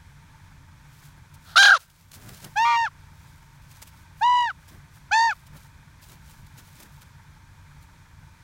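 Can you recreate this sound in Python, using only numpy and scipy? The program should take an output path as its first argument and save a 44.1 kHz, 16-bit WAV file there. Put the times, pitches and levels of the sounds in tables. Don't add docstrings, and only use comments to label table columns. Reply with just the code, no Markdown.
import sys
import numpy as np
from scipy import signal
from scipy.fft import rfft, irfft, next_fast_len
from scipy.io import wavfile
from scipy.ndimage import uniform_filter1d, map_coordinates

SR = 44100
rng = np.random.default_rng(int(sys.argv[2]) if len(sys.argv) > 2 else 0)


def dump(signal):
    limited = np.clip(np.atleast_2d(signal).T, -1, 1)
    pcm = np.round(limited * 32767).astype(np.int16)
    wavfile.write(sys.argv[1], SR, pcm)


N = 371763

# time in seconds, pitch in Hz, common level of its tones in dB.
SECOND_SIDE = [(2.635, 1131, -61), (2.653, 1171, -19.5), (2.68, 1199, -19.5), (2.72, 1184, -20.5),
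               (2.755, 1156, -23.5), (2.775, 1150, -41)]


def amp(db):
    return 10 ** (np.asarray(db) / 20)


def unit(x):
    return x / np.sqrt(np.mean(x ** 2) + 1e-20)


def along(points, hz):
    f, v = np.transpose(points)
    return np.interp(np.log(hz + 1), np.log(f + 1), v)


def curves(rows, t):
    s, *columns = np.transpose(rows)
    return [np.interp(t, s, column) for column in columns]


def wobble(t, rate):
    knot = (t - t[0]) * rate
    return map_coordinates(rng.standard_normal(int(knot[-1]) + 4), [knot + 1])


def filtered(x, response):
    size = next_fast_len(N + 8192)
    return irfft(rfft(x, size) * response(np.fft.rfftfreq(size, 1 / SR)), size)[:N]


def noise(spectrum):
    return unit(filtered(rng.standard_normal(N), lambda hz: amp(along(spectrum, hz))))


def bump(t, s, length):
    return np.exp(-2 * ((t - s) / length) ** 2)


def span(start, end):
    return np.arange(int(start * SR), int(end * SR)) / SR


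def placed(t, x):
    return np.pad(x, (round(t[0] * SR), N))[:N]


def far_engine(t, chug_db=-64):
    # centre in Hz, waver rate in knots per second, gain in dB.
    drones = [(90, 9.6, -60), (143.3, 8, -59.5)]
    # frequency in Hz, relative noise density in dB.
    ring = [(600, -33), (820, -9.5), (915, 0.5), (1020, -29), (1200, -14.5), (1550, -9.5), (1900, -13),
            (2600, -31), (5000, -47)]
    cycle = 2 * np.pi * 5.83 * t + .1 * wobble(t, 2)
    putter = amp(5.5 * np.cos(3 * cycle) + 4.5 * np.cos(4 * cycle))
    hum = 0
    for hz, rate, db in drones:
        in_phase = wobble(t, rate) * np.cos(2 * np.pi * hz * t)
        quadrature = wobble(t, rate) * np.sin(2 * np.pi * hz * t)
        hum = hum + amp(db) * (in_phase + quadrature)
    return hum + amp(chug_db) * unit(putter * noise(ring))


def outdoors(t, air_db=-59, rumble_db=-51.5):
    # frequency in Hz, relative noise density in dB.
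    rush_spectrum = [(180, -34.5), (300, -16.5), (400, -15.5), (660, -12.5), (790, -18.5), (900, -3),
                     (1150, -7.5), (1390, -9.5), (1530, -4.5), (1910, -12), (2400, -8.5), (2790, -19),
                     (3340, -14.5), (4880, -19), (5850, -18), (15500, -30.5)]
    rumble_spectrum = [(12, -36.5), (20, -8), (64, -3.5), (96, -2.5), (123, -6.5), (150, -4), (236, -21.5),
                       (271, -19), (400, -34), (520, -74), (880, -120)]
    air = amp(air_db + 0.41 * wobble(t, 12)) * noise(rush_spectrum)
    rumble = amp(rumble_db + 0.73 * wobble(t, 13)) * noise(rumble_spectrum)
    return air + rumble + far_engine(t)


def echo(x):
    # frequency in Hz, time to fall by 60 dB in seconds.
    decay = [(300, 0.36), (2000, 0.36), (10000, .2)]
    hz, t, z = signal.stft(rng.standard_normal(SR // 2), SR, nperseg=256)
    fading = z * amp(-60 * t / along(decay, hz)[:, None])
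    tail = signal.istft(fading, SR, nperseg=256)[1]
    return signal.fftconvolve(x, tail / np.linalg.norm(tail))[:N]


def movements(t, trim_db=-2, fidget_db=-75, grain_db=3):
    # start in seconds, level in dB, length of the decay in seconds.
    footfalls = [(1.039, -54, .041), (1.344, -52.5, .015), (1.799, -42, .059), (1.901, -45.5, .006),
                 (2.117, -37.5, .0043), (2.138, -41, .039), (2.291, -38, .006), (2.344, -44, .0074),
                 (2.445, -35.5, .007), (3.713, -52, .02), (3.823, -40, .016), (3.875, -49, .02),
                 (4.687, -51.5, .02), (5.469, -53, .013), (5.568, -52, .015), (6.029, -50, .025),
                 (6.468, -51, .0067), (6.582, -48, .026), (6.8, -48.5, .022), (6.828, -47, .012),
                 (7.017, -50.5, .02)]
    # centre in seconds, level in dB before trim_db, half-length in seconds.
    shuffles = [(1.0, -59, .16), (1.5, -57, .12), (1.95, -52.5, .2), (2.34, -49, .22), (2.66, -51, .12),
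                (3.3, -64, .3), (3.78, -59, .2), (4.0, -65, .08), (4.22, -57, .07), (4.4, -62, .15),
                (4.7, -63, .12), (4.96, -58, .05), (5.33, -56, .15), (5.62, -59, .09), (6.1, -53, .09),
                (6.32, -54, .1), (6.75, -57, .33), (7.83, -60, .03)]
    wing_beats = [(1.18, -52, .016), (2.18, -46, .06), (2.287, -40.5, .092), (2.457, -41, .045),
                  (2.624, -45, .05), (4.741, -48.5, .055), (5.559, -45.5, .036), (6.12, -51.5, .06),
                  (6.596, -50, .04), (6.842, -49, .077)]
    # frequency in Hz, relative noise density in dB.
    snow_spectrum = [(200, -26), (600, -6.5), (2000, -5.5), (3800, -3.5), (7000, -4.5), (11000, -7),
                     (15500, -7)]
    puff_spectrum = [(25, -10), (70, -8.5), (130, 1.5), (230, -7.5), (450, -16), (1000, -18.5), (1800, -19),
                     (3000, -33)]

    crunch = unit(noise(snow_spectrum) * amp(grain_db * wobble(t, 900) + 1.2 * wobble(t, 160)))
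    steps = 0
    for start, db, length in footfalls:
        peak = start + length / 5
        steps = steps + amp(db) * bump(t, peak, np.where(t < peak, length * .75, length))

    stir = amp(fidget_db) + sum(amp(db) * bump(t, s, length) for s, db, length in shuffles)
    rustle = stir * amp(trim_db + 1.8 * wobble(t, 30) + 2.2 * wobble(t, 400))
    puffs = sum(amp(db + trim_db) * bump(t, s, length) for s, db, length in wing_beats)
    return steps * crunch + rustle * noise(snow_spectrum) + puffs * noise(puff_spectrum)


def arch(start, end, mid_hz, glide, scoop, rise, fall, steepness):
    drop_share = .44
    close_lead_s, close_s = .092, .028
    t = span(start, end)
    age, left = t - t[0], t[-1] - t
    drop = np.exp(-(left / fall) ** steepness)
    line = mid_hz + glide * (age - left) / 2
    pitch = line * (1 - scoop * np.exp(-age / rise)) * (1 - drop_share * drop)
    closed = (1 + np.tanh((close_lead_s - left) / close_s)) / 2
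    return t, pitch, drop, closed


def swell(t, attack_s, release_s=.008):
    return (1 - np.exp((t[0] - t) / attack_s)) * (1 - np.exp((t - t[-1]) / release_s))


def bloom(t, late_db=28, bloom_s=.006, flare_db=3, flare_s=.026):
    flare = flare_db * bump(t, t[0] + flare_s, flare_s * .6)
    return flare - late_db * np.exp(-(t - t[0]) / bloom_s)


def harmonics(t, levels, beak, hz, phase, flutter, fray, unrest_db, core=1, count=20):
    # frequency in Hz, gain in dB.
    windpipe = [(500, -20), (750, -10.5), (880, -2), (980, 0), (1150, 1), (1400, 6.5), (1600, 3), (1750, 3),
                (1850, -1), (1960, -3.5)]
    first_db, second_db, upper_db = levels
    k = np.arange(1, count + 1)[:, None]

    drift = np.array([wobble(t, 18) + wobble(t, 130) for _ in k[2:]])
    upper = amp(along(beak, k[2:] * hz) + unrest_db * drift)
    typical = np.median(np.linalg.norm(upper, axis=0))
    upper *= amp(upper_db + flutter * np.minimum((k[2:] - 2) / 2, 2)) / typical
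    first = amp(first_db + along(windpipe, hz))
    second = amp(second_db + along(windpipe, 2 * hz)) * core
    gains = np.vstack([first, second, upper])

    grit = np.array([wobble(t, 600) + 1j * wobble(t, 600) for _ in k]) / np.sqrt(2)
    share = np.clip(fray * np.maximum((k - 1.5) / 2.5, .15), 0, .95)
    lag = rng.uniform(0, 2 * np.pi, k.shape)
    lines = (np.sqrt(1 - share ** 2) + share * grit) * np.exp(1j * (k * phase - lag))
    return np.sqrt(2) * np.sum(gains * lines.real, axis=0)


def squawk(fray=.36, break_fray=1.8, rasp_db=-10, breath=.6, sag=.12, close_db=16,
           second_swell_db=4, second_drop_db=21):
    # start and end in seconds, mid pitch in Hz, glide in Hz per second,
    # scoop as a share of pitch, rise and fall in seconds, fall steepness.
    shape = (1.557, 1.781, 797, -130, .17, .04, .031, 1.9)
    first_db, second_db, upper_db = (-10, -6, -6)
    # frequency in Hz, relative gain in dB.
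    open_beak = [(1500, 6.5), (2000, -8), (2400, -14.5), (2750, -3.5), (3160, -2.5), (3950, -0.5),
                 (4740, -8.5), (5530, -10), (6500, -11), (7200, -20), (7850, -30), (8500, -20),
                 (9600, -23.5), (11070, -28.5), (14230, -35.5)]
    # time in seconds, depth from 0 to 1.
    breaks = [(1.5645, .7), (1.578, .6), (1.6315, .8), (1.6565, .85), (1.681, .75), (1.691, .85),
              (1.7062, .95), (1.7145, .85), (1.7348, .85), (1.746, .75)]
    break_s = .0017
    before_s, before_db = .11, -49.5

    t, pitch, drop, closed = arch(*shape)
    envelope = swell(t, attack_s=.006)
    stumble = np.clip(sum(depth * bump(t, s, 2 * break_s) for s, depth in breaks), 0, 1)
    strain = sum(depth * bump(t, s, 4 * break_s) for s, depth in breaks)
    slips = 0
    for s, _ in breaks:
        slips = slips + rng.uniform(-np.pi, np.pi) / 4 * np.tanh((t - s) / (break_s / 2))

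    upper_db = upper_db - close_db * closed + bloom(t)
    levels = first_db, second_db + second_swell_db * closed - second_drop_db * drop, upper_db
    slack = 1 - pitch / pitch.max()
    unsteady = (.012 + .07 * slack) * wobble(t, 260) + .01 * wobble(t, 1100)
    hz = pitch * (1 - sag * (strain - strain.mean()) + unsteady)
    phase = 2 * np.pi * np.cumsum(hz) / SR + slips
    frayed = fray * (1 + break_fray * strain) + slack / 2
    tone = harmonics(t, levels, open_beak, hz, phase, 0.58 * wobble(t, 130), frayed,
                     unrest_db=1.5, core=1 - stumble)

    coloured = noise([(250, -27), (500, -13), (700, -2.5), (1050, -4), (1450, 7), (2100, -16.5), (2600, -14),
                      (3300, -2.5), (4200, -2), (7000, -21.5), (15000, -38.5)])
    before = span(t[0] - before_s, t[0])
    faint = placed(before, amp(before_db) * swell(before, attack_s=.025))
    rasp = placed(t, envelope * amp(upper_db + rasp_db) * (breath + 2.1 * strain))
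    call = placed(t, envelope * tone) + (faint + rasp) * coloured
    return filtered(call, lambda hz: amp(along([(150, -30), (300, -5), (520, 0.5)], hz)))


def second_side(t, first_phase, rasp_db=-15):
    pairs = [(0, 1), (1, 1), (0, 2), (-1, 2), (1, 2), (2, 2), (2, 1), (2, -1)]
    pair_db = [-2, -13.5, -7, -15, -17.5, -20.5, -31, -36.5]
    hz, db = curves(SECOND_SIDE, t)
    phase = 2 * np.pi * np.cumsum(hz * (1 + .004 * wobble(t, 400))) / SR
    tones = 0
    for (a, b), level in zip(pairs, pair_db):
        tones = tones + amp(level) * (1 + .17 * wobble(t, 300)) * np.cos(a * first_phase + b * phase)
    rasp = noise([(600, -40), (1100, -18.5), (1700, -3.5), (2300, 15), (2800, 1), (4200, 6.5),
                  (7000, -1.5), (12000, -38.5)])[:len(t)]
    sounding = (t > SECOND_SIDE[0][0]) & (t < SECOND_SIDE[-1][0])
    return sounding * amp(db) * (np.sqrt(2) * tones + amp(rasp_db) * rasp)


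def whine(shape, voice, quiver, beak, jitter=.0032, fray=.125, upper_fade_db=3, close_db=5, two_sided=False):
    drop_loss = (22, 8, 17)
    yield_loss = (0, 5, 12)
    t, pitch, drop, closed = arch(*shape)
    first_db, second_db, upper_db, first_fade_db, second_fade_db = voice
    tremor_hz, tremor, flutter_db = quiver

    spent = np.linspace(0, 1, len(t)) ** 2
    first = first_db - first_fade_db * spent
    second = second_db - second_fade_db * spent
    upper = upper_db - upper_fade_db * spent - close_db * closed + bloom(t)
    levels = np.array([first, second, upper]) - np.outer(drop_loss, drop)
    if two_sided:
        taken = amp(curves(SECOND_SIDE, t)[1])
        levels = levels - np.outer(yield_loss, (taken / taken.max()) ** 2)

    shake = 2 * np.pi * np.cumsum(tremor_hz * (1 + 0.12 * wobble(t, 28))) / SR
    slack = 1 - pitch / pitch.max()
    unsteady = jitter * wobble(t, 900) + .03 * slack * wobble(t, 250)
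    hz = pitch * (1 + tremor * np.sin(shake) + unsteady)
    phase = 2 * np.pi * np.cumsum(hz) / SR
    tone = harmonics(t, levels, beak, hz, phase, -flutter_db * np.cos(shake), fray + 2.6 * slack ** 1.3,
                     unrest_db=1.5)
    tone = swell(t, attack_s=.016) * tone
    if two_sided:
        tone = tone + second_side(t, phase)
    return placed(t, tone)


def scene():
    # mean tremor rate in Hz, tremor as a share of pitch, flutter of the upper harmonics in dB,
    # scaled by harmonic number.
    whines = [((2.556, 2.891, 942, -220, .23, .043, .025, 1.8), (-14, -26, -28, 9, 1.5), (76, .0099, 1.5)),
              ((4.209, 4.522, 979, -110, .27, .021, .029, 1.15), (-11, -27.5, -29.5, 14.5, -.5),
              (60, .014, 1.9)), ((5.110, 5.339, 921, 400, .25, .0137, .029, 1.25),
              (-11.2, -19.5, -24.5, 6.5, 5), (63.9, .015, 1.06))]
    # frequency in Hz, relative gain in dB.
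    beak_a = [(2780, -0.5), (3710, -8.5), (4630, -12.5), (5560, -10.5), (6490, -16.5), (7410, -24),
              (8340, -30.5), (9270, -32), (10190, -39), (12050, -37), (14830, -38)]
    beak_b = [(2200, 2), (2650, -8.5), (2930, 2.5), (3250, -14.5), (3600, -2.5), (3900, -10), (4450, -7.5),
              (4900, -16.5), (5300, -10), (5850, -20.5), (6700, -19.5), (7750, -29), (8720, -32.5),
              (10660, -45), (12590, -40), (15500, -50)]
    beak_c = [(2000, -5), (2350, 5.5), (2570, 9.5), (2670, -8.5), (2780, -9), (3050, -3), (3350, -2.5),
              (3650, -7.5), (4150, -9.5), (4550, 0.5), (4950, -9), (5440, -13), (5900, -5.5), (6400, -13.5),
              (7250, -13), (8000, -30), (9070, -23), (9970, -49), (11790, -36), (14510, -42)]
    t = np.arange(N) / SR
    calls = squawk()
    for i, (row, beak) in enumerate(zip(whines, (beak_a, beak_b, beak_c))):
        calls = calls + whine(*row, beak, two_sided=i == 0)
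    return (calls + amp(-40.5) * echo(calls) + movements(t) + outdoors(t))[None]


def gain_control(x, knee_db=-22, squeeze=.5, recover_db_per_s=16):
    level_db = 10 * np.log10(np.abs(uniform_filter1d(x ** 2, size=512)) + 1e-12)
    recovered = recover_db_per_s * np.arange(N) / SR
    wanted_db = squeeze * np.maximum(level_db - knee_db, 0)
    cut_db = np.maximum.accumulate(wanted_db + recovered) - recovered
    return x * amp(-cut_db)


def record(dry):
    top_hz = 15900
    x = gain_control(dry[0])
    rounded = x / (1 + np.abs(x / .76) ** 8) ** (1 / 8)
    return filtered(rounded, lambda hz: hz < top_hz)[None]


dry = scene()
out = record(dry)
dump(out)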